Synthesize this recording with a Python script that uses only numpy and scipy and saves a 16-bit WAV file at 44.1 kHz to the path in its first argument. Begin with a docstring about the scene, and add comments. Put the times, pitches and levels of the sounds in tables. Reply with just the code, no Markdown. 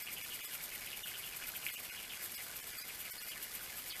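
"""Molten metal drips, about ten drops a second, into liquid in a big glass jar on a workbench.
The drops flash off spitting puffs of steam and set off clusters of small bubbles that sink in pitch.
Some bubbles snap sharply and the liquid sizzles on between drops; the jar rings, nearby things echo.
A few brief, faint tones ring near 5 kHz, and the workshop adds a soft rush.
Now and then a noise suppressor chokes the hiss for an instant and leaves a few partials ringing."""
import sys
import numpy as np
from scipy import signal
from scipy.fft import rfft, irfft
from scipy.io import wavfile
from scipy.ndimage import uniform_filter1d, minimum_filter1d

SR = 44100
rng = np.random.default_rng(int(sys.argv[2]) if len(sys.argv) > 2 else 0)


def digitize_waveform(pressure):
    """Quantize a signal to 16-bit integers and store it at the path in sys.argv[1].

    Rows of a 2-D input are taken as channels; values are limited to [-1, 1].
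    """
    field = np.atleast_2d(pressure).T
    bounded = np.clip(field, -1, 1)
    quanta = np.round(bounded * 32767).astype(np.int16)
    wavfile.write(sys.argv[1], SR, quanta)


N = 176400
TIME_S = np.arange(N) / SR
FREQ_HZ = np.arange(N + 1) * SR / (2 * N)
TOP_HZ = 14250

# Steam puffs. Each row: middle in seconds, relative level in dB, length in seconds.
STEAM_PUFFS = [(0.018, -46.5, 0.033), (0.131, -45, 0.022), (0.182, -49.5, 0.011), (0.237, -47, 0.017),
               (0.297, -52, .014), (0.351, -44.5, 0.018), (0.452, -45.5, 0.026), (0.542, -43.5, 0.028),
               (0.644, -42.5, 0.02), (0.748, -46.5, 0.023), (.866, -46, 0.0065), (0.974, -47.5, 0.01),
               (1.082, -47.5, 0.035), (1.191, -46.5, 0.018), (1.27, -51, 0.03), (1.367, -43.5, 0.014),
               (1.479, -43.5, 0.014), (1.562, -49.5, 0.029), (1.666, -46.5, 0.036), (1.736, -46.5, 0.023),
               (1.799, -49, .014), (1.844, -48, 0.019), (2.027, -51, 0.013), (2.145, -51, 0.02),
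               (2.243, -43.5, 0.033), (2.32, -43.5, 0.0074), (2.36, -48.5, 0.03), (2.432, -47.5, 0.029),
               (2.568, -46.5, 0.018), (2.677, -47, 0.017), (2.788, -46.5, 0.021), (2.885, -46, 0.013),
               (2.948, -50, 0.0093), (3.005, -47.5, 0.029), (3.056, -50, 0.013), (3.116, -44.5, 0.016),
               (3.227, -50, 0.015), (3.289, -48.5, 0.037), (3.433, -45, 0.019), (3.552, -45, 0.026),
               (3.635, -48.5, 0.03), (3.791, -46, 0.03), (3.881, -45.5, 0.023), (3.995, -46, 0.016)]
# Bubble clusters. Each row: middle in seconds, relative level in dB, pitch in Hz, length in seconds.
BUBBLE_CLUSTERS = [(0.009, -51, 2280, 0.014), (0.089, -48.5, 2650, 0.035), (0.127, -55, 2400, 0.011),
                   (0.189, -48.5, 2700, .033), (0.247, -51.5, 2730, 0.013), (0.333, -49.5, 2840, 0.043),
                   (0.423, -54, 2610, 0.05), (.505, -56, 1700, .02), (0.536, -52, 2830, 0.042),
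                   (0.604, -53.5, 2170, 0.026), (0.742, -52, 2230, 0.051), (.825, -50.5, 2400, .018),
                   (0.881, -49, 2510, 0.014), (0.949, -50, 2770, 0.064), (1.059, -49.5, 2940, 0.037),
                   (1.086, -53, 3000, 0.03), (1.151, -48, 2980, 0.019), (1.203, -51.5, 2350, 0.017),
                   (1.266, -51, 2770, 0.048), (1.335, -49.5, 2540, 0.017), (1.421, -53, 1660, 0.015),
                   (1.444, -51, 2410, 0.033), (1.494, -54.5, 2730, 0.013), (1.562, -48.5, 2710, 0.018),
                   (1.632, -52, 2660, 0.018), (1.681, -45.5, 2440, .022), (1.781, -51.5, 2500, 0.053),
                   (1.858, -51, 2900, 0.013), (1.91, -52.5, 2410, 0.041), (1.987, -50.5, 2860, 0.036),
                   (2.045, -51.5, 2830, .011), (2.133, -50.5, 2780, 0.057), (2.211, -51.5, 2090, 0.027),
                   (2.403, -52, 2250, .035), (2.533, -57.5, 1490, 0.022), (2.571, -61, 2540, 0.058),
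                   (2.727, -55, 1664, 0.024), (2.746, -56, 2460, 0.026), (2.834, -55.5, 2400, 0.023),
                   (2.902, -52, 2330, 0.02), (3.02, -56.5, 2530, 0.026), (3.065, -50.5, 2450, 0.025),
                   (3.231, -56.5, 2480, 0.044), (3.283, -58, 2240, 0.015), (3.326, -48, 2820, .012),
                   (3.37, -52, 1920, 0.03), (3.438, -55, 2500, 0.031), (3.568, -52, 2410, 0.011),
                   (3.603, -55.5, 1600, 0.023), (3.7, -55, 2230, 0.037), (3.799, -58, 2590, 0.031),
                   (3.909, -44, 4480, 0.013), (3.923, -52, 3320, .025), (3.945, -53, 2170, .03)]
# Collapsing bubbles. Each row: start in seconds, relative peak in dB, pitch in Hz.
BUBBLE_SNAPS = [(.0677, -29, 2360), (.0857, -28, 2350), (.2135, -28, 2420), (.753, -28, 2860),
                (.8185, -29, 2200), (.8712, -31, 2500), (1.1498, -30, 2850), (1.3698, -22, 12900),
                (1.4178, -27.5, 2380), (1.4691, -25, 12600), (1.4898, -21, 13200), (1.5549, -27, 2680),
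                (1.564, -22, 13000), (1.5698, -21.5, 13200), (1.6656, -14.3, 2430), (1.671, -22, 12500),
                (1.686, -23, 3060), (1.9488, -28, 2430), (2.1357, -27, 2310), (2.5415, -32, 2420),
                (2.8913, -32, 2580), (2.906, -29, 2190), (3.057, -31, 2420), (3.3164, -28, 3100),
                (3.5503, -32, 2500), (3.6639, -31, 2650), (3.895, -31, 2570)]
# Brief, faint ringing tones near 5 kHz. Each row: start in seconds, level in dB, pitch in Hz.
HIGH_PINGS = [(2.342, -50, 4970), (2.776, -48.5, 4730), (2.811, -48, 4980), (3.177, -47.5, 4750),
              (3.24, -54.5, 4860), (3.285, -51.5, 4670)]
# Jar resonances. Each row: centre in Hz, width in Hz, boost in dB.
JAR_MODES = [(1365, 30, 6), (1462, 36, 8), (1693, 40, 7), (1785, 30, 4), (2002, 30, 5), (2168, 50, 5),
             (2236, 24, 6), (2340, 70, 3), (2778, 30, 4), (2866, 40, 7), (3053, 40, 6), (3192, 20, 6),
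             (3243, 22, 6), (3395, 65, 6), (3570, 36, 5), (4208, 30, 6), (4638, 28, 7), (5000, 90, 4),
             (7872, 45, 6), (11165, 40, 6), (11480, 80, 3), (11850, 100, 4), (12796, 50, 6), (13185, 50, 6),
             (13360, 55, 5)]
# Noise spectra. Each row: frequency in Hz, relative density in dB.
STEAM_SPECTRUM = [(500, -16), (2000, -11), (4000, -8), (6000, -9.5), (8000, -2.5), (10000, -1.5),
                  (11500, 0), (12700, 4), (14200, 2.5)]
SIZZLE_SPECTRUM = [(400, -20.5), (1050, -2), (1500, -2.5), (2300, 1.5), (3200, -2), (3800, -1), (4800, 0.5),
                   (5800, -1.5), (8000, -1.5), (10500, 0), (12700, 1), (14200, 1)]
WORKSHOP_SPECTRUM = [(20, -6.5), (32, 6.5), (55, -1), (150, 0.5), (250, -1), (500, -1.5), (800, -1.5),
                     (1100, -9), (2000, -8.5), (6000, -35.5)]
# Suppressor bites. Each row: middle in seconds, depth in dB.
SUPPRESSOR_BITES = [(.036, 19), (.231, 15), (.423, 15), (.464, 19), (1.04, 16), (1.722, 17), (1.765, 19),
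                    (1.913, 17), (2.364, 18), (2.619, 15), (2.724, 11), (2.788, 18), (2.83, 15),
                    (3.119, 55), (3.194, 14), (3.236, 13), (3.3, 12), (3.938, 12)]


def steam(gain_db=4):
    """Each drop boils off a short, bright swell of spits."""
    power = sum(undb(db) ** 2 * bell(TIME_S - mid_s, length_s) for mid_s, db, length_s in STEAM_PUFFS)
    spits = spitting(rate_per_s=1500, scatter_db=1, share=1)
    return undb(gain_db) * colour(np.sqrt(power) * spits, STEAM_SPECTRUM)


def bubble_clusters(count=40, gain_db=3, scatter_db=4.5, scatter_oct=.11, sink_oct_per_s=7, skew=.2):
    """Clusters of quickly damped bubbles; the later ones are bigger and lower."""
    out, t = np.zeros(N), TIME_S[:SR // 100]
    for mid_s, db, hz, length_s in BUBBLE_CLUSTERS:
        cluster = np.zeros(N)
        for when, detune, size in rng.standard_normal((count, 3)):
            lag_s = (when + skew * (when ** 2 - 1)) * length_s / 2  # abrupt start, long tail
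            pitch_hz = hz * 2 ** (scatter_oct * detune - sink_oct_per_s * lag_s)
            add(cluster, mid_s + lag_s, undb(scatter_db * size) * bubble(t * pitch_hz, decay_cycles=3.3))
        out += unit(cluster) * undb(db) * np.sqrt(length_s * SR / N)
    return undb(gain_db) * out


def snaps(gain_db=-7.5, rise_s=.0005, decay_s=.00055):
    """Single vapour bubbles collapse with a tick a few cycles long."""
    out, t = np.zeros(N), TIME_S[:SR // 100]
    envelope = (1 - np.exp(-t / rise_s)) ** 2 * np.exp(-t / decay_s)
    envelope /= envelope.max()
    for start_s, db, hz in BUBBLE_SNAPS:
        add(out, start_s, undb(db + gain_db) * envelope * np.sin(2 * np.pi * hz * t))
    return out


def sizzle(gain_db=-46.5):
    """Fine boiling carries on between the drops."""
    return undb(gain_db) * colour(spitting(rate_per_s=1200, scatter_db=5, share=.57), SIZZLE_SPECTRUM)


def lone_bubbles(count=700, gain_db=-60, scatter_db=4, centre_hz=2003, scatter_oct=.38):
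    """Lone bubbles burst throughout and ring a little longer than those in a cluster."""
    out, t = np.zeros(N), TIME_S[:SR // 40]
    starts_s = rng.random(count) * N / SR
    draws = np.clip(rng.standard_normal((count, 2)), -2, 2)
    for start_s, (detune, size) in zip(starts_s, draws):
        pitch_hz = centre_hz * 2 ** (scatter_oct * detune)
        add(out, start_s, undb(scatter_db * size) * bubble(t * pitch_hz, decay_cycles=7.6))
    return undb(gain_db) * unit(out)


def high_pings(partials=6, spread=.075, rise_s=.0054, decay_s=.014):
    """Brief, faint ringing tones near 5 kHz, roughened by the beating of close partials."""
    out, t = np.zeros(N), TIME_S[:SR // 10]
    envelope = (1 - np.exp(-t / rise_s)) * np.exp(-t / decay_s)
    envelope /= envelope.max()
    for start_s, db, hz in HIGH_PINGS:
        draws = rng.standard_normal((partials, 2))
        ring = sum(np.sin(2 * np.pi * (hz * (1 + spread * detune) * t + turn)) for detune, turn in draws)
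        add(out, start_s, undb(db) * envelope * ring / np.sqrt(partials))
    return out


def jar(x, base_db=-3.5):
    """The jar lifts its own narrow resonances."""
    boost_db = sum(db / (1 + (2 * (FREQ_HZ - hz) / width_hz) ** 2) for hz, width_hz, db in JAR_MODES)
    return causal_filter(x, base_db + boost_db)


def reflections(x, wet_db=-11, decay_s=.006, gap_s=.002):
    """Quick echoes off the glass, the pot and the bench."""
    t = TIME_S[:SR // 12]
    echoes = rng.standard_normal(len(t)) * np.exp(-t / decay_s) * (t > gap_s)
    wet = signal.fftconvolve(x, echoes / np.linalg.norm(echoes))[:N]
    return (x + undb(wet_db) * wet) / np.hypot(1, undb(wet_db))


def workshop(level_db=-60):
    """Soft, steady rush of the room."""
    return undb(level_db) * colour(rng.standard_normal(N), WORKSHOP_SPECTRUM)


def suppressor(x, size=4096, bite_s=.015, listen_s=.028, threshold_db=6.1, tone_gain_db=2.3):
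    """At each listed bite, chokes the hiss and leaves the partials that stand out ringing."""
    tone_min_hz, band_top_hz = 1200, 12800
    out = np.pad(x, size // 2)
    t = (np.arange(size) - size // 2) / SR
    hz = np.arange(size // 2 + 1) * SR / size
    window = bell(t, listen_s)
    for mid_s, depth_db in SUPPRESSOR_BITES:
        piece = out[int(mid_s * SR):][:size]  # a view into out
        magnitude = np.abs(rfft(piece * window))
        threshold = undb(threshold_db) * uniform_filter1d(magnitude, size=301)
        is_tone = (hz > tone_min_hz) & (magnitude > threshold)
        hiss_mask = uniform_filter1d(minimum_filter1d(1. - is_tone, size=5), size=3)
        band = rfft(piece) * (hz < band_top_hz)
        hiss, tones = irfft(band * hiss_mask), irfft(band * (1 - hiss_mask))
        piece += hiss * (undb(-depth_db * bell(t, bite_s)) - 1)
        piece += tones * (undb(tone_gain_db * window) - 1)
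    return out[size // 2:][:N]


def spitting(rate_per_s, scatter_db, share, spit_s=.0032):
    """Noise with a share of its power in tiny spits of uneven size."""
    onsets = rng.random(N) < rate_per_s / SR
    sizes = undb(scatter_db * np.minimum(rng.standard_normal(N), 2))
    power = np.convolve(onsets * sizes ** 2, np.hanning(int(spit_s * SR) + 3), "same")
    return rng.standard_normal(N) * np.sqrt(1 - share + share * power / power.mean())


def bubble(cycles, decay_cycles):
    """A bubble pulsates: a damped sine that builds in about one cycle."""
    return np.sin(2 * np.pi * cycles) * np.exp(-cycles / decay_cycles) * (1 - np.exp(-cycles))


def colour(x, spectrum):
    """Filter by (Hz, dB) points; white noise keeps its power, counted below TOP_HZ."""
    hz, db = np.array(spectrum).T
    curve_db = np.interp(np.log(FREQ_HZ + 1), np.log(hz), db)
    power = np.mean(undb(curve_db) ** 2 * (FREQ_HZ < TOP_HZ))
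    return causal_filter(x, curve_db - 10 * np.log10(power))


def causal_filter(x, gain_db):
    """Minimum-phase filter, one gain per FREQ_HZ bin."""
    cepstrum = irfft(np.log(undb(gain_db)))
    cepstrum[1:N] *= 2
    cepstrum[N + 1:] = 0
    return irfft(rfft(x, 2 * N) * np.exp(rfft(cepstrum)))[:N]


def bell(t, width_s):
    """Gaussian swell about t = 0, width_s wide at half height."""
    return 2 ** -np.minimum((2 * t / width_s) ** 2, 60)


def add(out, start_s, sound):
    """Mix a short sound in at start_s."""
    i = int(start_s * SR)
    if 0 <= i < N:
        out[i:i + len(sound)] += sound[:N - i]


def undb(db):
    """Decibels to gain."""
    return 10 ** (np.asarray(db) / 20)


def unit(x):
    """Scale to an rms of 1."""
    return x / np.sqrt(np.mean(x ** 2) + 1e-30)


def scene():
    """The boiling jar over the workshop's rush, mono."""
    room = workshop()
    boiling = steam() + bubble_clusters() + snaps() + sizzle() + lone_bubbles()
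    return (reflections(jar(boiling)) + high_pings() + room)[None]


def record(dry, edge_hz=100):
    """Noise suppressor, then a steep low-pass at TOP_HZ."""
    low_pass = np.clip((TOP_HZ - FREQ_HZ) / edge_hz + .5, 0, 1)
    return irfft(rfft(suppressor(dry[0]), 2 * N) * low_pass)[None, :N]


dry = scene()
out = record(dry)
digitize_waveform(out)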